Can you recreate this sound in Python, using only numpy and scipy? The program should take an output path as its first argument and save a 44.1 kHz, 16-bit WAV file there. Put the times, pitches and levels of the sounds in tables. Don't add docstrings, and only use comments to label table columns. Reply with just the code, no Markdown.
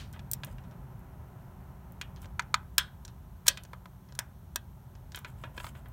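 import sys
import numpy as np
from scipy import signal
from scipy.fft import rfft, irfft
from scipy.io import wavfile
from scipy.ndimage import uniform_filter1d

SR = 44100
rng = np.random.default_rng(int(sys.argv[2]) if len(sys.argv) > 2 else 0)


def pcm_store(signal):
    levels = np.round(np.clip(np.atleast_2d(signal), -1, 1) * 32767)
    wavfile.write(sys.argv[1], SR, levels.astype(np.int16).T)


N = 261072
TIME_S = np.arange(N) / SR

# frequency in Hz, relative density in dB.
RUMBLE_TONE = [(20, -24.5), (32, -20), (43, -1.5), (55, -1), (67, 1), (92, -0.5), (110, -17), (160, -47.5),
               (300, -110)]
DRONE_TONE = [(30, -66.5), (75, -24.5), (100, -5), (128, 3), (158, -7.5), (187, -9), (225, -12.5),
              (295, -20.5), (340, -28.5), (450, -51), (730, -120)]
FAR_TONE = [(190, -38.5), (330, -9.5), (365, -1), (477, -12.5), (554, -6.5), (717, -6.5), (831, -5),
            (1030, -6), (1160, -14), (1260, -10), (1820, -18.5), (1960, -20), (3000, -28.5), (3900, -63.5),
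            (6600, -120)]
MIC_HISS_TONE = [(1760, -29.5), (3000, -3.5), (4220, -6.5), (4850, -11), (5490, -6.5), (6220, -6.5),
                 (7510, -9), (8810, -7), (11000, -7.5), (12500, -0.5), (15000, -6), (15800, -4.5)]
# time in seconds, level in dB.
RUMBLE_CURVE = [(0, -48.5), (.7, -49), (1.4, -53), (2.3, -46.5), (3.5, -52.5), (4.7, -52.5), (5.9, -49)]
DRONE_CURVE = [(0, -48), (.5, -46.5), (1.3, -50.5), (2.3, -50.5), (3.8, -54), (5.9, -49.5)]
FAR_CURVE = [(0.0, -62), (0.26, -58), (2.26, -59.5), (2.62, -62.5), (4.55, -64), (5.92, -60)]
MIC_HISS_DB = -69.37
HUM_HZ, HUM_DB, HUM_FADES_AT_S, HUM_FADE_DB_PER_S = 181.5, -60, 3.88, 5

# frequency in Hz, t60 in seconds.
GARAGE_DECAY = [(400, 0.61), (1200, 0.25), (3000, 0.29), (6000, 0.17), (14000, .14)]
# frequency in Hz, level in dB.
GARAGE_COLOUR = [(300, -7), (900, 5.5), (1600, 2.5), (3200, -6.5), (5000, -10), (8500, -10), (11000, -16.5),
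                 (16000, -24.5)]
# frequency in Hz, level in dB.
BAY_REFLECTION_COLOUR = [(3300, 8), (7000, -8.5), (15000, -10.5)]
# frequency in Hz, level in dB.
BAY_COLOUR = [(300, -4), (560, 4.5), (790, -3), (1000, 0.5), (1130, -1), (1300, -1), (1610, 1.5),
              (2000, -2), (2330, 0.5), (2700, -0.5), (3300, 3.5), (4800, -0.5), (8900, 0), (10500, -5),
              (14000, -1.5), (16000, -4.5)]
# frequency in Hz, level in dB.
TUBE_COLOUR = [(900, -24.5), (1300, -6.5), (1550, 0.5), (2100, -4), (3000, 6), (3700, -4), (5100, -7),
               (7000, -14.5), (14000, -24)]
BAY_T60_S, TUBE_T60_S = 0.085, 0.19

# frequency in Hz, relative density in dB.
OPENING_COLOUR = [(400, -4), (1500, 0), (3800, 0), (7000, -9), (15000, -23)]
OPENING_DB, OPENING_T60_S = -48.5, 0.26

# frequency in Hz, strength in dB, t60 in seconds.
LOADED_MODES = [(640, -8, 0.043), (986, 4.5, 0.044), (1263, -4, 0.06), (1590, 1.5, 0.029),
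                (1620, 10.5, 0.024), (1736, -4, 0.072), (1896, -6, 0.087), (2165, -7.5, 0.03),
                (2590, -2.5, 0.065), (3000, -0.5, 0.034), (3320, -3, .04), (3450, -0.5, 0.0053),
                (4125, 2, 0.023), (3790, -7.5, 0.023), (4594, -8.5, 0.028), (5170, 4.5, .022),
                (5680, 4, 0.03), (6290, -4.5, .02), (7100, -1, 0.013), (7270, 1, .018), (9000, 1.5, 0.0097),
                (8950, 4.5, .015), (9850, -0.5, .016), (11000, 0, 0.018), (13500, -3, 0.018),
                (13800, -1, .013)]
# frequency in Hz, strength in dB, t60 in seconds.
LOOSE_MODES = [(595, 3, 0.04), (992, 6, 0.053), (1353, 1, .045), (1680, 2, 0.05), (1984, -1, 0.048),
               (2440, 2, 0.043), (2800, 3, 0.039), (3200, 3.5, .035), (3590, 3.5, .032), (4290, -5, 0.037),
               (5500, 4, 0.024), (6900, 9, .02)]
# frequency in Hz, strength in dB, t60 in seconds.
BOLT_MODES = [(690, -5.5, .03), (976, 10, .028), (950, -6, .026), (1265, 9, 0.032), (1333, 4, 0.023),
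              (1767, -8.5, .03), (2080, 9, 0.03), (2381, 6.5, 0.029), (3440, 7, 0.015), (3893, -5.5, 0.03),
              (4400, 6.5, 0.034), (5876, 3, 0.013), (6620, 0, 0.022), (7040, -2.5, 0.017)]

# start in seconds, hold in seconds, level in dB.
RUB_STROKES = [(.46, 0.07, -64.5), (2.23, 0.0075, -58.5), (5.16, .01, -67), (5.285, 0.015, -60),
               (5.39, 0.072, -65), (5.577, 0.0018, -52.5), (5.61, .08, -52.5), (5.76, 0.036, -66.5)]
# start in seconds, hold in seconds, level in dB.
CREAK_STROKES = [(3.4605, 0.0035, -52), (3.466, .003, -43.5)]
# frequency in Hz, relative level in dB.
RUB_COLOUR = [(400, -2.5), (1000, 5.5), (2300, -2), (3600, -2.5), (5000, -8), (9000, -5), (15000, -8)]
RUB_RISE_DB_PER_S, RUB_FALL_DB_PER_S = 600, 700
CREAK_RISE_DB_PER_S, CREAK_FALL_DB_PER_S = 5999, 2500

FORCE_EDGES_HZ = [300, 750, 1150, 2000, 4500, 9000, 16000]
TILT_PIVOT_HZ = 3000
# thud, knock, clack, clank, clink and tick, all in dB.
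TOUCH_SPREAD_DB = [-7.5, -5.5, -3, -.5, 3, -11]
WOBBLE_SPREAD_DB = [-10.5, -5.5, 0, 0.5, -10.5, -23]
KNOCK_SPREAD_DB = [-9.5, -1, -1.5, -5.5, -15, -17]
SEATING_SPREAD_DB = [-20.5, -3, 3.5, 0.5, -4.5, -18]
CLICK_SPREAD_DB = [-11.5, -8, -2, -2, 1.5, -2]
SNAP_SPREAD_DB = [-23.5, -16, -3, 1, 2, 0]
RELEASE_SPREAD_DB = [-18.5, -21.5, -8.5, -0.5, 4.5, -1]

# delay in seconds, strength in dB.
SEATING_BLOWS = [(0, 1), (.0004, -3.5)]
# delay in seconds, strength in dB.
RATTLE_BLOWS = [(0, -6), (.0011, -9.5), (.0028, -12.5), (.0048, -23.5)]
# delay in seconds, strength in dB.
BREAK_OVER_BLOWS = [(0, -15), (.0017, 0), (.0036, 0), (.0055, -6)]

# start in seconds, strength in dB, tilt in dB per octave, after-ring in dB.
TOUCH_EVENTS = [(0.4694, -68.5, -4.5, 11.5), (0.639, -76.5, -2.5, 13.5), (0.712, -72, -4, 8),
                (2.1621, -68, 0, 11), (2.257, -64, -4, -17), (2.4218, -66, -1.5, -1),
                (3.0506, -57.5, 2.5, -7.5), (3.0795, -62.5, 0.5, 4.5), (3.6505, -64.5, -1.5, -6),
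                (4.0877, -74, -1, 10), (4.1231, -64.5, -2, -7), (4.9527, -69, -2, -4),
                (5.1199, -62.5, 0.5, -0.5)]
WOBBLE_EVENTS = [(0.1616, -63, -5.5, 9), (0.1931, -54.5, 3.5, -3), (0.435, -42.5, 1.2, -5),
                 (0.5832, -59, -0.5, 2), (2.0134, -38.5, 4, 1.5), (2.244, -57.5, -0.5, -13),
                 (3.5729, -44.5, 4.5, 2.5), (5.1468, -43, 2, -2), (5.174, -49.5, -1.5, 1),
                 (5.2471, -45, -0.5, 2.5), (5.4376, -48, -4, 6.5), (5.5783, -44, -2, -18),
                 (5.6008, -46.5, -1.5, -7), (5.7514, -60.5, -3.5, 10.5), (5.8577, -62.5, -4, 5)]
KNOCK_EVENTS = [(3.733, -48.5, -1, -4), (3.8572, -53, 0, -11), (5.6432, -44, 0.5, -7),
                (5.6666, -46.5, 2, -14)]
SEATING_EVENTS = [(2.3951, -36, -1.2, -7), (2.5427, -28.5, 0, -5)]
CLICK_EVENTS = [(0.1282, -70.5, 7, -8), (0.1345, -66, 1, 15.5), (0.3143, -52.5, 10.5, -6),
                (0.334, -46, 8, -5.5), (0.447, -68, 11.5, 2), (0.9942, -96, 15.5, 0), (1.9211, -97, 20, -5),
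                (2.2185, -73, 8, 11), (3.6357, -62.5, 4, -1), (4.1516, -61, 1.5, 0),
                (4.1902, -35.5, 0.5, -5.5), (4.5591, -35, 0.5, -9), (5.159, -57.5, 6, 14.5),
                (5.189, -74, 11.5, 3), (5.8851, -96, 17, 0)]
SNAP_EVENTS = [(2.7815, -25, 0.098, 0.5), (3.4682, -43.5, 0.5, -7)]
RELEASE_EVENTS = [(3.4795, -21, 0.0036, 0)]

RING_SEND_DB, CRACK_SEND_DB = -4, -1
SNAP_OVER_CRACK_DB = 5
LOW_CUT_HZ, HIGH_CUT_HZ, OVERLOAD = 22, 15800, 0.85


def from_db(db):
    return 10 ** (np.asarray(db) / 20)


def rms_one(x):
    return x / np.sqrt(np.mean(x ** 2) + 1e-20)


def in_time(rows):
    s, db = np.transpose(rows)
    return np.interp(TIME_S, s, db)


def at_hz(points, hz):
    table_hz, values = np.transpose(points)
    return np.interp(np.log(np.maximum(hz, 1)), np.log(table_hz), values)


def hz_axis(size):
    return np.arange(size // 2 + 1) * SR / size


def coloured(x, tone):
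    gain = from_db(at_hz(tone, hz_axis(len(x))))
    return irfft(rfft(x) * gain, len(x))


def band(x, low_hz, high_hz):
    return signal.sosfilt(signal.butter(3, [low_hz, high_hz], "band", fs=SR, output="sos"), x)


def dying(t, t60_s):
    return from_db(-60 * t / t60_s)


def noise_layer(tone, level_db):
    return from_db(level_db) * rms_one(coloured(rng.standard_normal(N), tone))


def hum():
    level_db = HUM_DB - HUM_FADE_DB_PER_S * np.maximum(TIME_S - HUM_FADES_AT_S, 0)
    return from_db(level_db) * rms_one(np.sin(2 * np.pi * HUM_HZ * TIME_S))


def background():
    rumble = noise_layer(RUMBLE_TONE, in_time(RUMBLE_CURVE) + 0.5)
    drone = noise_layer(DRONE_TONE, in_time(DRONE_CURVE) - 0.1)
    far = noise_layer(FAR_TONE, in_time(FAR_CURVE) - 0.13)
    mic_hiss = noise_layer(MIC_HISS_TONE, MIC_HISS_DB)
    return rumble + drone + far + mic_hiss + hum()


def garage_response(build_s, bay_db=6.0, size=20000):
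    t = np.arange(size) / SR
    edges_hz = np.geomspace(250, 17000, 11)
    tail = np.zeros(size)
    for low_hz, high_hz in zip(edges_hz, edges_hz[1:]):
        t60_s = at_hz(GARAGE_DECAY, np.sqrt(low_hz * high_hz))
        tail += band(rng.standard_normal(size), low_hz, high_hz) * dying(t, t60_s)
    build = 1 - np.exp(-t / build_s)
    tail = coloured(tail, GARAGE_COLOUR) * build
    bay = coloured(rng.standard_normal(size), BAY_REFLECTION_COLOUR) * dying(t, BAY_T60_S) * build
    return tail / np.linalg.norm(tail) + from_db(bay_db) * bay / np.linalg.norm(bay)


def tube_ring(ring_db, size=20000):
    ring = coloured(rng.standard_normal(size), TUBE_COLOUR) * dying(np.arange(size) / SR, TUBE_T60_S)
    return from_db(ring_db) * ring / np.linalg.norm(ring)


def opening():
    tail = rms_one(coloured(rng.standard_normal(N), OPENING_COLOUR))
    return from_db(OPENING_DB) * dying(TIME_S, OPENING_T60_S) * tail


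def steel_blow(t, modes, crack_db, crack_t60_s, snap_db, snap_t60_s, spread_db):
    hz, db, t60_s = np.transpose(modes)[:, :, None]
    strength = from_db(db + spread_db * rng.standard_normal(hz.shape)) * rng.choice([-1, 1], hz.shape)
    ring = np.sum(strength * np.sin(2 * np.pi * hz * t) * dying(t, t60_s), axis=0)
    burst = from_db(crack_db) * dying(t, crack_t60_s) + from_db(snap_db) * dying(t, snap_t60_s)
    return ring + burst * rng.standard_normal(len(t))


def strokes(rows, rise_db_per_s, fall_db_per_s):
    gain = np.zeros(N)
    for start_s, held_s, db in rows:
        rise_db = rise_db_per_s * np.maximum(start_s - TIME_S, 0)
        fall_db = fall_db_per_s * np.maximum(TIME_S - start_s - held_s, 0)
        gain += from_db(db - rise_db - fall_db)
    return gain


def sliding(gain, slips_per_s, ring_db, clump_db, size=2048):
    slips = (rng.random(N) < slips_per_s / SR) * rng.standard_normal(N)
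    clumps = rms_one(uniform_filter1d(rng.standard_normal(N), size=300))
    slips *= from_db(clump_db * clumps)
    steel = steel_blow(np.arange(size) / SR, LOOSE_MODES, crack_db=18.5, crack_t60_s=0.037,
                       snap_db=10.0, snap_t60_s=0.0042, spread_db=3.5)
    ring = rms_one(signal.fftconvolve(slips, steel)[:N])
    sound = rms_one(slips) + from_db(ring_db) * ring
    return gain * rms_one(coloured(sound, RUB_COLOUR))


def hand_rub():
    gain = strokes(RUB_STROKES, RUB_RISE_DB_PER_S, RUB_FALL_DB_PER_S)
    return sliding(gain, slips_per_s=7000, ring_db=-3.5, clump_db=2.5)


def block_creak():
    gain = strokes(CREAK_STROKES, CREAK_RISE_DB_PER_S, CREAK_FALL_DB_PER_S)
    return sliding(gain, slips_per_s=3000, ring_db=7.5, clump_db=-0.5)


def voiced(hit, levels_db):
    edges_hz, hz = np.array(FORCE_EDGES_HZ), hz_axis(len(hit))
    centres_hz = np.sqrt(edges_hz[1:] * edges_hz[:-1])
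    spectrum = rfft(hit)
    for _ in range(3):
        energy = np.histogram(hz, edges_hz, weights=np.abs(spectrum) ** 2)[0] * 2 / len(hit)
        now_db = 10 * np.log10(energy / (0.012 * SR))
        spectrum = spectrum * from_db(at_hz(np.c_[centres_hz, levels_db - now_db], hz))
    return irfft(spectrum, len(hit))


def strikes(rows, spread_db, modes, blows, room, level_db, room_db, crack_db, crack_t60_s, size=4096):
    out, lead = np.zeros(N + SR), size // 32
    t, edges_hz = np.arange(size) / SR, np.array(FORCE_EDGES_HZ)
    octaves = np.log2(np.sqrt(edges_hz[1:] * edges_hz[:-1]) / TILT_PIVOT_HZ)
    for start_s, strength_db, tilt_db, after_db in rows:
        hit, crack = np.zeros((2, size))
        for delay_s, db in blows:
            first = lead + int(delay_s * SR)
            t_blow = t[:size - first]
            blow = steel_blow(t_blow, modes, crack_db, crack_t60_s, crack_db + SNAP_OVER_CRACK_DB,
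                              snap_t60_s=0.0025, spread_db=0.04)
            hit[first:] += from_db(db) * blow
            crack[first:] += from_db(db) * dying(t_blow, 0.0027) * rng.standard_normal(size - first)
        levels_db = np.array(spread_db) + level_db + strength_db + tilt_db * octaves
        hit = voiced(coloured(hit, BAY_COLOUR), levels_db)
        crack = voiced(coloured(crack, BAY_COLOUR), levels_db)
        sent = from_db(RING_SEND_DB) * hit + from_db(CRACK_SEND_DB) * crack
        sound = from_db(room_db + after_db) * signal.fftconvolve(sent, room)
        sound[:size] += hit
        at = round(start_s * SR) - lead
        out[at:at + len(sound)] += sound
    return out[:N]


def socket_touches(room):
    return strikes(TOUCH_EVENTS, TOUCH_SPREAD_DB, LOADED_MODES, SEATING_BLOWS, room,
                   level_db=1.9, room_db=-19.5, crack_db=15, crack_t60_s=0.029)


def socket_wobbles(room):
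    return strikes(WOBBLE_EVENTS, WOBBLE_SPREAD_DB, LOOSE_MODES, RATTLE_BLOWS, room,
                   level_db=-1.5, room_db=-23.5, crack_db=16.5, crack_t60_s=0.032)


def socket_knocks(room):
    return strikes(KNOCK_EVENTS, KNOCK_SPREAD_DB, BOLT_MODES, RATTLE_BLOWS, room,
                   level_db=0.4, room_db=-22.0, crack_db=18.5, crack_t60_s=0.028)


def socket_seatings(room):
    return strikes(SEATING_EVENTS, SEATING_SPREAD_DB, BOLT_MODES, SEATING_BLOWS, room,
                   level_db=1.0, room_db=-25.5, crack_db=16.5, crack_t60_s=0.025)


def ratchet_clicks(room):
    return strikes(CLICK_EVENTS, CLICK_SPREAD_DB, LOADED_MODES, SEATING_BLOWS, room,
                   level_db=-0.9, room_db=-19.0, crack_db=15, crack_t60_s=0.024)


def block_snaps(room):
    return strikes(SNAP_EVENTS, SNAP_SPREAD_DB, LOADED_MODES, SEATING_BLOWS, room,
                   level_db=0.0, room_db=-21, crack_db=15.5, crack_t60_s=0.026)


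def torque_release(room):
    return strikes(RELEASE_EVENTS, RELEASE_SPREAD_DB, LOADED_MODES, BREAK_OVER_BLOWS, room,
                   level_db=-1.0, room_db=-22, crack_db=13.5, crack_t60_s=0.027)


def scene():
    garage = garage_response(build_s=0.0089)
    garage_and_tube = garage_response(build_s=0.006) + tube_ring(ring_db=-2.5)
    sliding_parts = hand_rub() + block_creak()
    socket = socket_touches(garage) + socket_wobbles(garage) + socket_knocks(garage) + socket_seatings(garage)
    wrench = ratchet_clicks(garage) + block_snaps(garage_and_tube) + torque_release(garage_and_tube)
    return (background() + opening() + sliding_parts + socket + wrench)[None]


def record(dry):
    low_cut = signal.butter(6, LOW_CUT_HZ, "high", fs=SR, output="sos")
    high_cut = signal.ellip(10, 0.2, 80, HIGH_CUT_HZ, fs=SR, output="sos")
    clipped = np.clip(signal.sosfilt(low_cut, dry), -OVERLOAD, OVERLOAD)
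    return signal.sosfilt(high_cut, clipped)


dry = scene()
out = record(dry)
pcm_store(out)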